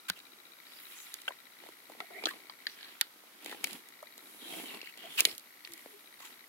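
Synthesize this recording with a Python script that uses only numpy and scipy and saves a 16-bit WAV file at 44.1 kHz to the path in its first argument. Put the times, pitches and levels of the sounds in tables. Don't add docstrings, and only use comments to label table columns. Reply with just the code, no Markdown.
import sys
import numpy as np
from scipy import signal
from scipy.fft import rfft, irfft, next_fast_len
from scipy.io import wavfile
from scipy.ndimage import map_coordinates

SR = 44100
rng = np.random.default_rng(int(sys.argv[2]) if len(sys.argv) > 2 else 0)


def bounce(signal):
    frames = np.transpose(np.atleast_2d(signal))
    limited = np.clip(frames, -1, 1)
    pcm = np.round(limited * 32767).astype(np.int16)
    wavfile.write(sys.argv[1], SR, pcm)


def to_linear_factor(level_db):
    exponent = np.asarray(level_db, float) / 20
    return 10 ** exponent


N = 286006

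# f/Hz, density/(dB per Hz)
FRICTION_COLOUR = [(59, -63), (100, -26), (210, -8), (328, -3.5), (570, -14), (691, -12), (1150, -8.5),
                   (2370, -3), (3190, -2.5), (6150, -15), (7450, -11), (10000, -13), (16000, -11)]


def unit(x):
    return x / np.sqrt(np.mean(x ** 2) + 1e-20)


def along(points, hz):
    f, v = np.transpose(points)
    return np.interp(np.log(hz + 1), np.log(f + 1), v)


def curves(rows):
    s, *cols = np.transpose(rows)
    return [np.interp(np.arange(N) / SR, s, c) for c in cols]


def wobble(rate_hz, size=N):
    knots = rng.standard_normal(int(size * rate_hz / SR) + 4)
    return map_coordinates(knots, [np.arange(size) * rate_hz / SR])


def filtered(x, response):
    m = next_fast_len(x.shape[-1] + 4096)
    spectrum = rfft(x, m) * response(np.fft.rfftfreq(m, 1 / SR))
    return irfft(spectrum, m)[..., :x.shape[-1]]


def modes(table):
    def response(f):
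        total = 0
        for k, (c, w, db) in enumerate(table):
            total = total + (-1) ** k * to_linear_factor(db) * 1j * f * w / (c * c - f * f + 1j * f * w)
        return total
    return response


def ports(pair, alike):
    lead_s = 5 / 44100

    def angle(f):
        return np.arccos(np.clip(alike, 0, 1)) / 2 * f / (f + 150)

    mid, side = filtered(pair, lambda f: np.array([np.cos(angle(f)), np.sin(angle(f))]))
    stereo = np.array([mid + side, mid - side])
    return filtered(stereo, lambda f: np.exp(1j * np.pi * f * lead_s * np.array([[1], [-1]])))


def add(out, part, s):
    out[:, round(s * SR):][:, :part.shape[1]] += part


def hiss():
    # f/Hz, density/(dB per Hz)
    hiss_colour = [(18, -64), (30, -34.5), (150, -15), (309, -7), (480, -9), (1300, -3.5), (2900, -11.5),
                   (4600, -9.5), (7350, -13.5), (11000, -10.5), (13500, -11.5), (15800, -12.5)]
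    level_db = -61.5
    a, b = filtered(rng.standard_normal((2, N)), lambda f: to_linear_factor(along(hiss_colour, f)))
    murmur = filtered(a - b, lambda f: 1 / (1 + (f / 500) ** 4))
    return to_linear_factor(level_db + 3.0) * unit(np.array([a, b + murmur]))


def drive():
    # t/s, tick level/dB, upper re lower part/dB
    effort = [(0, -73, -3), (.6, -69, -1), (1.15, -61, -5), (1.9, -66, -1), (2.35, -63, 4), (2.9, -65, -5),
              (3.15, -76, 0), (3.7, -66, -3), (4.1, -62, -3), (4.35, -68, -1), (4.7, -59, 4), (5, -61, 0),
              (5.4, -68, 0), (5.62, -61, -4), (5.88, -64, -4), (5.98, -73, -4), (6.2, -61, -5),
              (6.48, -61, -4)]
    # t/s, level/dB
    extra_knock = [(0, -63.5), (1.1, -60.5), (1.8, -69), (2.2, -67), (3, -73), (3.8, -70), (4.2, -64),
                   (4.5, -70), (5.5, -73), (5.95, -70), (6.07, -65), (6.48, -65)]
    # t/s, level/dB
    whine_strength = [(0, -72), (.9, -68), (1.5, -70), (3.5, -70), (4.2, -66.5), (5.1, -66), (6.48, -68)]
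    # f/Hz, width/Hz, level/dB
    lower_part = [(1951, 250, 0), (3800, 300, -12)]
    upper_part = [(2232, 210, 0), (4400, 400, -4)]
    knocked_part = [(1350, 104, 0.5), (2400, 104, 1), (3887, 295, 2)]
    round_db = [0, -5.5, -2.5, -3]
    field_hz, whine_hz, chatter_t60_s = 59.94, 12947., 0.026

    (tick_db, upper_db), (knock_db,) = curves(effort), curves(extra_knock)
    k, t = np.arange(int(N / SR * field_hz) - 1), np.arange(N) / SR
    at_s = .0002 + k / field_hz + .0022 * (k % 4 == 3)
    at = np.round(at_s * SR).astype(int)
    blows = np.zeros((2, N))
    blows[0, at] = to_linear_factor(2 * rng.standard_normal(len(k)) + np.array(round_db)[k % 4])
    blows[1, at] = to_linear_factor(1.3 * rng.standard_normal(len(k)) - 14 * np.isin(k % 4, (1, 2)))
    decay = to_linear_factor(-60 * t[None, :SR // 20] / chatter_t60_s)
    chatter = signal.fftconvolve(blows, decay, axes=1)[:, :N]

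    def struck(i, parts):
        force = blows[i] + .06 * chatter[i] * rng.standard_normal((2, N))
        return unit(filtered(force, lambda f: modes(parts)(f) ** 2))

    ticks = to_linear_factor(tick_db - 1.5) * (struck(0, lower_part) - to_linear_factor(upper_db) * struck(0, upper_part))
    ticks = ticks + to_linear_factor(knock_db) * struck(1, knocked_part)

    throb = 1 + .75 * np.cos(2 * np.pi * field_hz * (t - .006))
    throb = throb + .3 * np.cos(6 * np.pi * field_hz * (t - .004))
    tone = np.sin(2 * np.pi * whine_hz * t + .7 * wobble(40))
    whine = to_linear_factor(curves(whine_strength)[0]) * unit(throb * to_linear_factor(1.5 * wobble(6)) * tone)
    return ports(ticks, alike=0.32) * to_linear_factor([[1.2], [-1.2]]) + whine * [[1.1], [.9]]


def bumps():
    # t/s, peak level/dB, f/Hz, t60/s
    pushes = [(0.1, -40.5, 183, 0.066), (0.104, -57, 86, 0.088), (2.256, -36.5, 323, 0.1),
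              (2.262, -66, 80, 0.054), (3.651, -51, 200, .08), (3.72, -52, 217, 0.12),
              (3.745, -45, 247, 0.11), (4.53, -55, 201, .12), (4.748, -52, 203, 0.12),
              (5.09, -64, 152, 0.17), (5.2, -61, 90, 0.08), (5.255, -54, 153, 0.14),
              (5.33, -60, 110, 0.053), (5.701, -65, 130, 0.12)]
    out, t = np.zeros((2, N + SR)), np.arange(SR // 4) / SR
    for s, db, hz, t60_s in pushes:
        onset = 1 - np.exp(-t / 0.0016)
        swing = to_linear_factor(db - 60 * t / t60_s) * np.sin(2 * np.pi * hz * t) * onset
        add(out, swing * [[1], [1]], s)
    return out[:, :N]


def strokes():
    rubs = [(0.725, 0.27, -61, -19, -5), (1, 1, -57, -35, -1.5), (1.662, 0.31, -59.5, -6, -6),
            (1.98, 0.38, -62, -1, -11), (2.18, .3, -66, 4, -11), (2.28, 0.48, -58, 0.2, -4),
            (2.85, 0.7, -57, -13, -9), (3.51, 0.33, -51.5, -2.5, -7), (3.701, 0.32, -51, -2.5, -2),
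            (4.247, 0.29, -66, 3.5, -1), (4.35, 0.48, -62, -1, 1.5), (4.57, 0.51, -49.5, -0.5, -1),
            (4.741, 0.21, -50.5, -2.5, -6), (5.05, .3, -55, -3, -21), (5.231, 0.44, -50, -6, 0.5),
            (5.816, 0.68, -62, -10, -1), (6.284, 0.3, -61.5, -5, 0)]
    rest_db = [-70.5, -66, -82.5, -76]
    air_re_fizz_db, peakedness = -3, 2.35
    t = np.arange(N) / SR
    power = to_linear_factor(2 * np.array(rest_db))[:, None] * np.ones(N)
    for s, length_s, db, weight_db, speed_db in rubs:
        phase = np.pi * np.clip((t - s) / length_s, -.5, .5)
        swell = np.abs(np.cos(phase)) ** (2 * peakedness)
        band_db = db + np.array([weight_db, 0, speed_db, speed_db + air_re_fizz_db])
        power = power + to_linear_factor(2 * band_db)[:, None] * swell
    return np.sqrt(power)


def rubbing():
    # low f/Hz, high f/Hz
    bands = [(180, 900), (900, 5200), (5200, 15800), (9800, 11800)]
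    grit_by_band = [1, .65, .15, .1]
    # f/Hz, width/Hz, level/dB
    air_whistle = [(10200, 500, 0), (11400, 500, 0)]
    crumbs_hz, crackle_db, crumb_life_s = 250, -4, .0015

    crumbs = (rng.random(N) < crumbs_hz / SR) * rng.exponential(size=N)
    crackle = signal.lfilter([1], [1, -np.exp(-1 / (crumb_life_s * SR))], crumbs)
    grain = to_linear_factor(1.65 * wobble(300) + 0.79 * wobble(40)) * (1 + to_linear_factor(crackle_db) * crackle)
    out = 0
    for gain, (lo, hi), grit in zip(strokes(), bands, grit_by_band):
        def skirt(f):
            low_side = 1 + (lo / (f + 1)) ** (6 + lo / 400)
            high_side = 1 + (f / hi) ** (10 + lo / 400)
            return to_linear_factor(along(FRICTION_COLOUR, f)) / np.sqrt(low_side * high_side)

        colour = modes(air_whistle) if lo == bands[-1][0] else skirt
        noise = filtered(grain ** grit * rng.standard_normal((2, N)), colour)
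        out = out + gain * to_linear_factor(0.72 * wobble(30)) * unit(noise)
    return ports(out, alike=0.066) * to_linear_factor([[-.7], [.7]])


def slides():
    # start/s, end/s, f/Hz, level/dB
    squeaks = [(0.73, 0.78, 11400, -72), (0.73, .968, 14100, -57), (0.983, 1.074, 12700, -60),
               (.95, 1.06, 6900, -55.5), (1.276, 1.297, 843, -44), (1.279, 1.287, 3140, -33.5),
               (2.1, 2.21, 712, -55.5), (2.002, 2.148, 2100, -61), (2.085, 2.28, 409, -58.5),
               (2.303, 2.338, 1135, -54.5), (2.497, 2.527, 1070, -60), (2.001, 2.018, 1370, -45.5),
               (2.003, 2.05, 720, -53), (1.7, 2.4, 11000, -69), (4.2, 4.5, 10800, -64),
               (5.6, 6.4, 11000, -69), (2.779, 2.934, 4160, -59.5), (2.783, 2.91, 1725, -62),
               (3.013, 3.039, 1435, -49), (4.49, 4.61, 705, -54.5), (4.69, 4.79, 1100, -60),
               (5.089, 5.183, 3260, -50), (5.865, 6.0, 408, -60)]
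    # start/s, end/s, f/Hz, level/dB, hiss re level/dB
    rasps = [(.083, .099, 1600, -47, 7.5), (.155, .192, 2990, -55, -1.2), (2.669, 2.76, 5500, -62, 0),
             (3.49, 3.545, 2020, -54, 1), (3.505, 3.56, 800, -55, -6), (3.46, 3.49, 2400, -55, 0),
             (4.82, 4.92, 2810, -55, -1.5), (5.033, 5.075, 690, -51.5, -12), (4.97, 5.09, 3100, -52, -3),
             (5.266, 5.326, 4870, -48.5, -5), (6.199, 6.308, 950, -60.5, -12),
             (6.196, 6.295, 7050, -61, 7.5)]
    # start/s, end/s, first f/Hz, last f/Hz, level/dB
    glides = [
        (2.128, 2.255, 1967, 2400, -49),
        (2.268, 2.315, 1590, 1930, -40.5),
        (5.174, 5.209, 2943, 2426, -30),
    ]
    # start/s, end/s, first f/Hz, last f/Hz, level/dB
    streaks = [(4.36, 4.63, 3900, 3800, -56), (4.39, 4.65, 3300, 3150, -53), (4.49, 4.63, 2800, 2650, -55),
               (4.64, 4.73, 3150, 3000, -52), (4.65, 4.79, 2750, 2700, -52), (4.63, 4.74, 3800, 3700, -59),
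               (.66, .82, 4800, 4900, -62), (6.19, 6.26, 950, 1200, -64), (5.68, 5.76, 350, 330, -62)]
    # start/s, end/s, f/Hz, level/dB
    tails = [(1.281, 1.305, 1550, -43), (2.004, 2.06, 2050, -52), (2.257, 2.285, 700, -39),
             (2.257, 2.285, 1300, -39), (2.67, 2.78, 4200, -54), (2.67, 2.76, 1900, -55),
             (3.644, 3.7, 4500, -54), (5.253, 5.275, 3300, -34), (5.256, 5.31, 2300, -38.5),
             (5.256, 5.3, 10500, -41), (1.28, 1.33, 600, -46), (3.012, 3.03, 950, -46),
             (2.004, 2.04, 420, -52)]
    sag = .98
    wide, fine = .18, .05
    squeak_hiss_db, tail_fade_db = -14, 14
    quick_hiss_db, calm_db, quick_s = -3, 9.5, 0.041

    out = [(a, b, hz, sag * hz, db, squeak_hiss_db, wide, 0) for a, b, hz, db in squeaks]
    out += [(a, b, hz, sag * hz, db, hiss_db, wide, 0) for a, b, hz, db, hiss_db in rasps]
    for a, b, hz, last_hz, db in glides:
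        hiss_db = quick_hiss_db - calm_db * np.log2((b - a) / quick_s)
        out.append((a, b, hz, last_hz, db, hiss_db, wide, 0))
    out += [(a, b, hz, last_hz, db, squeak_hiss_db, fine, 0) for a, b, hz, last_hz, db in streaks]
    out += [(a, b, hz, sag * hz, db, squeak_hiss_db, wide, tail_fade_db) for a, b, hz, db in tails]
    return out


def scrapes():
    out = np.zeros((2, N + SR))
    for start, end, first_hz, last_hz, db, hiss_db, width, fade_db in slides():
        u = np.linspace(0, 1, round((end - start) * SR))
        phase = 2 * np.pi * np.cumsum(first_hz + (last_hz - first_hz) * u) / SR

        def sway():
            return wobble(first_hz * (width + first_hz / 45000), size=len(u))

        band = np.array([sway() * np.cos(phase) + sway() * np.sin(phase) for _ in range(2)])
        broad = filtered(rng.standard_normal(band.shape),
                         lambda f: to_linear_factor(along(FRICTION_COLOUR, f)) * (f > 900))
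        if fade_db:
            shape = np.sqrt((1 - u) * np.minimum(1, 15 * u)) * to_linear_factor(-fade_db * u)
        else:
            shape = np.abs(np.sin(np.pi * u)) ** .55
        swell = shape * to_linear_factor(3 * wobble(140, size=len(u)))
        friction = (unit(band) + to_linear_factor(hiss_db) * unit(broad)) * swell
        add(out, to_linear_factor(db) * ports(friction, alike=0.12), start)
    return out[:, :N]


def contacts():
    # t/s, peak level/dB, ring f/Hz, fizz re peak/dB
    smacks = [(1.637, -42.5, 2020, -21), (1.663, -42, 440, -9), (1.688, -39, 430, -11),
              (1.898, -38, 445, -10.5), (1.919, -40.5, 423, -7), (1.949, -45.5, 422, -19),
              (3.425, -58, 630, 8), (4.745, -40, 432, -11), (5.859, -37.5, 450, -25)]
    knocks = [(0.174, -45, 2100, -8), (0.369, -61, 1350, -5), (1.3065, -32, 1000, -43),
              (2.003, -30, 700, -47), (2.106, -40.5, 700, -21), (2.223, -36, 720, -30),
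              (2.238, -23, 2300, -22.5), (2.269, -21.5, 1320, -13.5), (3.237, -45, 680, -40),
              (3.4602, -28.5, 2110, -6), (3.495, -34, 2100, -11), (3.5135, -33, 2100, -10),
              (3.525, -31.5, 967, -14), (4.179, -42, 402, 2), (4.455, -45, 1600, -15),
              (4.829, -35.5, 2400, -36), (4.975, -39.5, 2500, -4.5), (5.219, -30, 1100, -7),
              (5.272, -33, 386, -10), (6.203, -41, 1110, -4.5)]
    cracks = [(0.099, -16.5, 1500, -6), (0.19, -42, 1460, -3), (0.202, -43, 1910, -14),
              (0.934, -48, 2610, -8), (1.141, -28, 1660, -0.5), (1.217, -41, 1960, 0.5),
              (2.256, -15.5, 3300, -20), (2.697, -42, 1900, -20), (2.809, -39, 1800, -20),
              (2.829, -36, 1700, -18), (2.845, -39, 1700, -25), (3.069, -56, 2470, -14),
              (3.446, -38.5, 760, 0.5), (3.7085, -35, 2500, -6), (3.731, -34.5, 616, 1.1),
              (5.178, -28, 2750, -14), (5.252, -8, 2250, -6.5), (5.294, -31, 2600, -15),
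              (5.286, -36, 2300, -20), (5.313, -35, 2600, -20), (5.326, -41, 2400, -20),
              (5.35, -40, 2700, -5), (5.38, -34.5, 2770, 0), (5.396, -44, 2770, 2), (5.72, -40.5, 1160, 0),
              (5.736, -35, 2560, 3)]
    snaps = [(0.788, -41, 1890, -18), (2.31, -35, 1140, -27), (2.497, -33.5, 1130, -28),
             (2.668, -19.5, 1830, -21.5), (3.0114, -11.5, 1860, -6), (4.683, -38, 2710, -25),
             (4.7454, -37, 2800, -20), (4.858, -43, 2200, -25), (5.649, -31.5, 2600, -21)]
    ticks = [(1.279, -19, 1480, -24), (1.289, -42, 1500, 0), (2.003, -24, 2040, -20),
             (2.95, -42, 1300, -20), (2.966, -44, 1300, -20), (2.788, -36, 1710, -22),
             (3.642, -14, 2480, -5), (3.671, -29.5, 2100, -7), (3.887, -41, 1950, -2),
             (4.027, -33, 626, -13), (4.815, -27.5, 2550, -22), (5.198, -17, 2400, -12),
             (5.2053, -8.5, 2730, -3), (5.674, -32.5, 1940, -14), (5.777, -39.5, 2200, -4)]
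    # thump re peak/dB, bite re peak/dB, bite per fizz/(dB per dB)
    kinds = [
        (-6, -15, 0.5),
        (-13.5, -6.5, 0.6),
        (-27.5, -8.5, -0.15),
        (-39, -11.5, -0.26),
        (-30.5, -12, 1.3),
    ]
    out = []
    for rows, (thump_db, bite_db, follows) in zip((smacks, knocks, cracks, snaps, ticks), kinds):
        for s, db, hz, fizz_db in rows:
            out.append((s, db, hz, thump_db, bite_db + follows * fizz_db, fizz_db))
    return sorted(out)


def clicks():
    # f/Hz, width/Hz, level/dB
    shell = [(2870, 520, -4), (3930, 1210, 2.5), (4800, 1080, 0), (5700, 300, -12.5)]
    thump_modes = [(280, 160, -3), (430, 200, 0), (800, 330, -2)]
    fizz_modes = [(6580, 2500, 0), (11860, 3000, 1), (14900, 1120, 0)]
    out, t = np.zeros((2, N + SR)), np.arange(SR // 12) / SR

    def peak(v):
        return v / np.abs(v).max()

    def fall(t60_s, tail):
        return to_linear_factor(-60 * t / t60_s) + tail * to_linear_factor(-60 * t / 0.18)

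    for s, db, hz, thump_db, bite_db, fizz_db in contacts():
        slips = rng.standard_normal((4, 2, len(t))) * (1 - np.exp(-t / 0.00016))
        slips[:, 0, 4] += 4
        ring_modes = [(hz, 0.18 * hz, 0), (1.89 * hz, 0.63 * hz, -6), (2.114 * hz, 0.32 * hz, -5)]
        ring = filtered(slips[0] * fall(0.019, 0.049), modes(ring_modes))
        thump = filtered(slips[1] * fall(.004, .015), modes(thump_modes))
        thump = filtered(thump, modes([(427, 550, 0)]))
        bite = filtered(slips[2] * fall(0.014, 0.032), modes(shell))
        fizz = filtered(slips[3] * fall(0.0095, 0.0044), modes(fizz_modes))

        ring_power = 1 - to_linear_factor(2 * thump_db) - to_linear_factor(2 * bite_db) - to_linear_factor(2 * fizz_db)
        ring_gain = np.sqrt(np.clip(ring_power, .05, 1))
        dull = ring_gain * peak(ring) + to_linear_factor(thump_db + 7.5) * peak(thump)
        sharp = to_linear_factor(bite_db + 8.5) * peak(bite) + to_linear_factor(fizz_db + 9.5) * peak(fizz)
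        both = ports(dull, alike=0.3) * to_linear_factor([[.8], [-.8]])
        both = both + ports(sharp, alike=0.11) * to_linear_factor([[-1.8], [1.8]])
        radiated = filtered(both, lambda f: (1j * f / (1j * f + 160)) ** 3)
        add(out, to_linear_factor(db - 2.0) * radiated, s)
    return out[:, :N]


def scene():
    steady = hiss() + drive() + rubbing() + scrapes()
    return bumps() + filtered(steady, lambda f: f < 15800) + clicks()


def low_pass(x):
    return signal.sosfilt(signal.butter(12, 16970, fs=SR, output="sos"), x)


def record(dry):
    mix = filtered(dry, lambda f: 1 / (1 + (f / 16800) ** 60))
    return low_pass(mix)


dry = scene()
out = record(dry)
bounce(out)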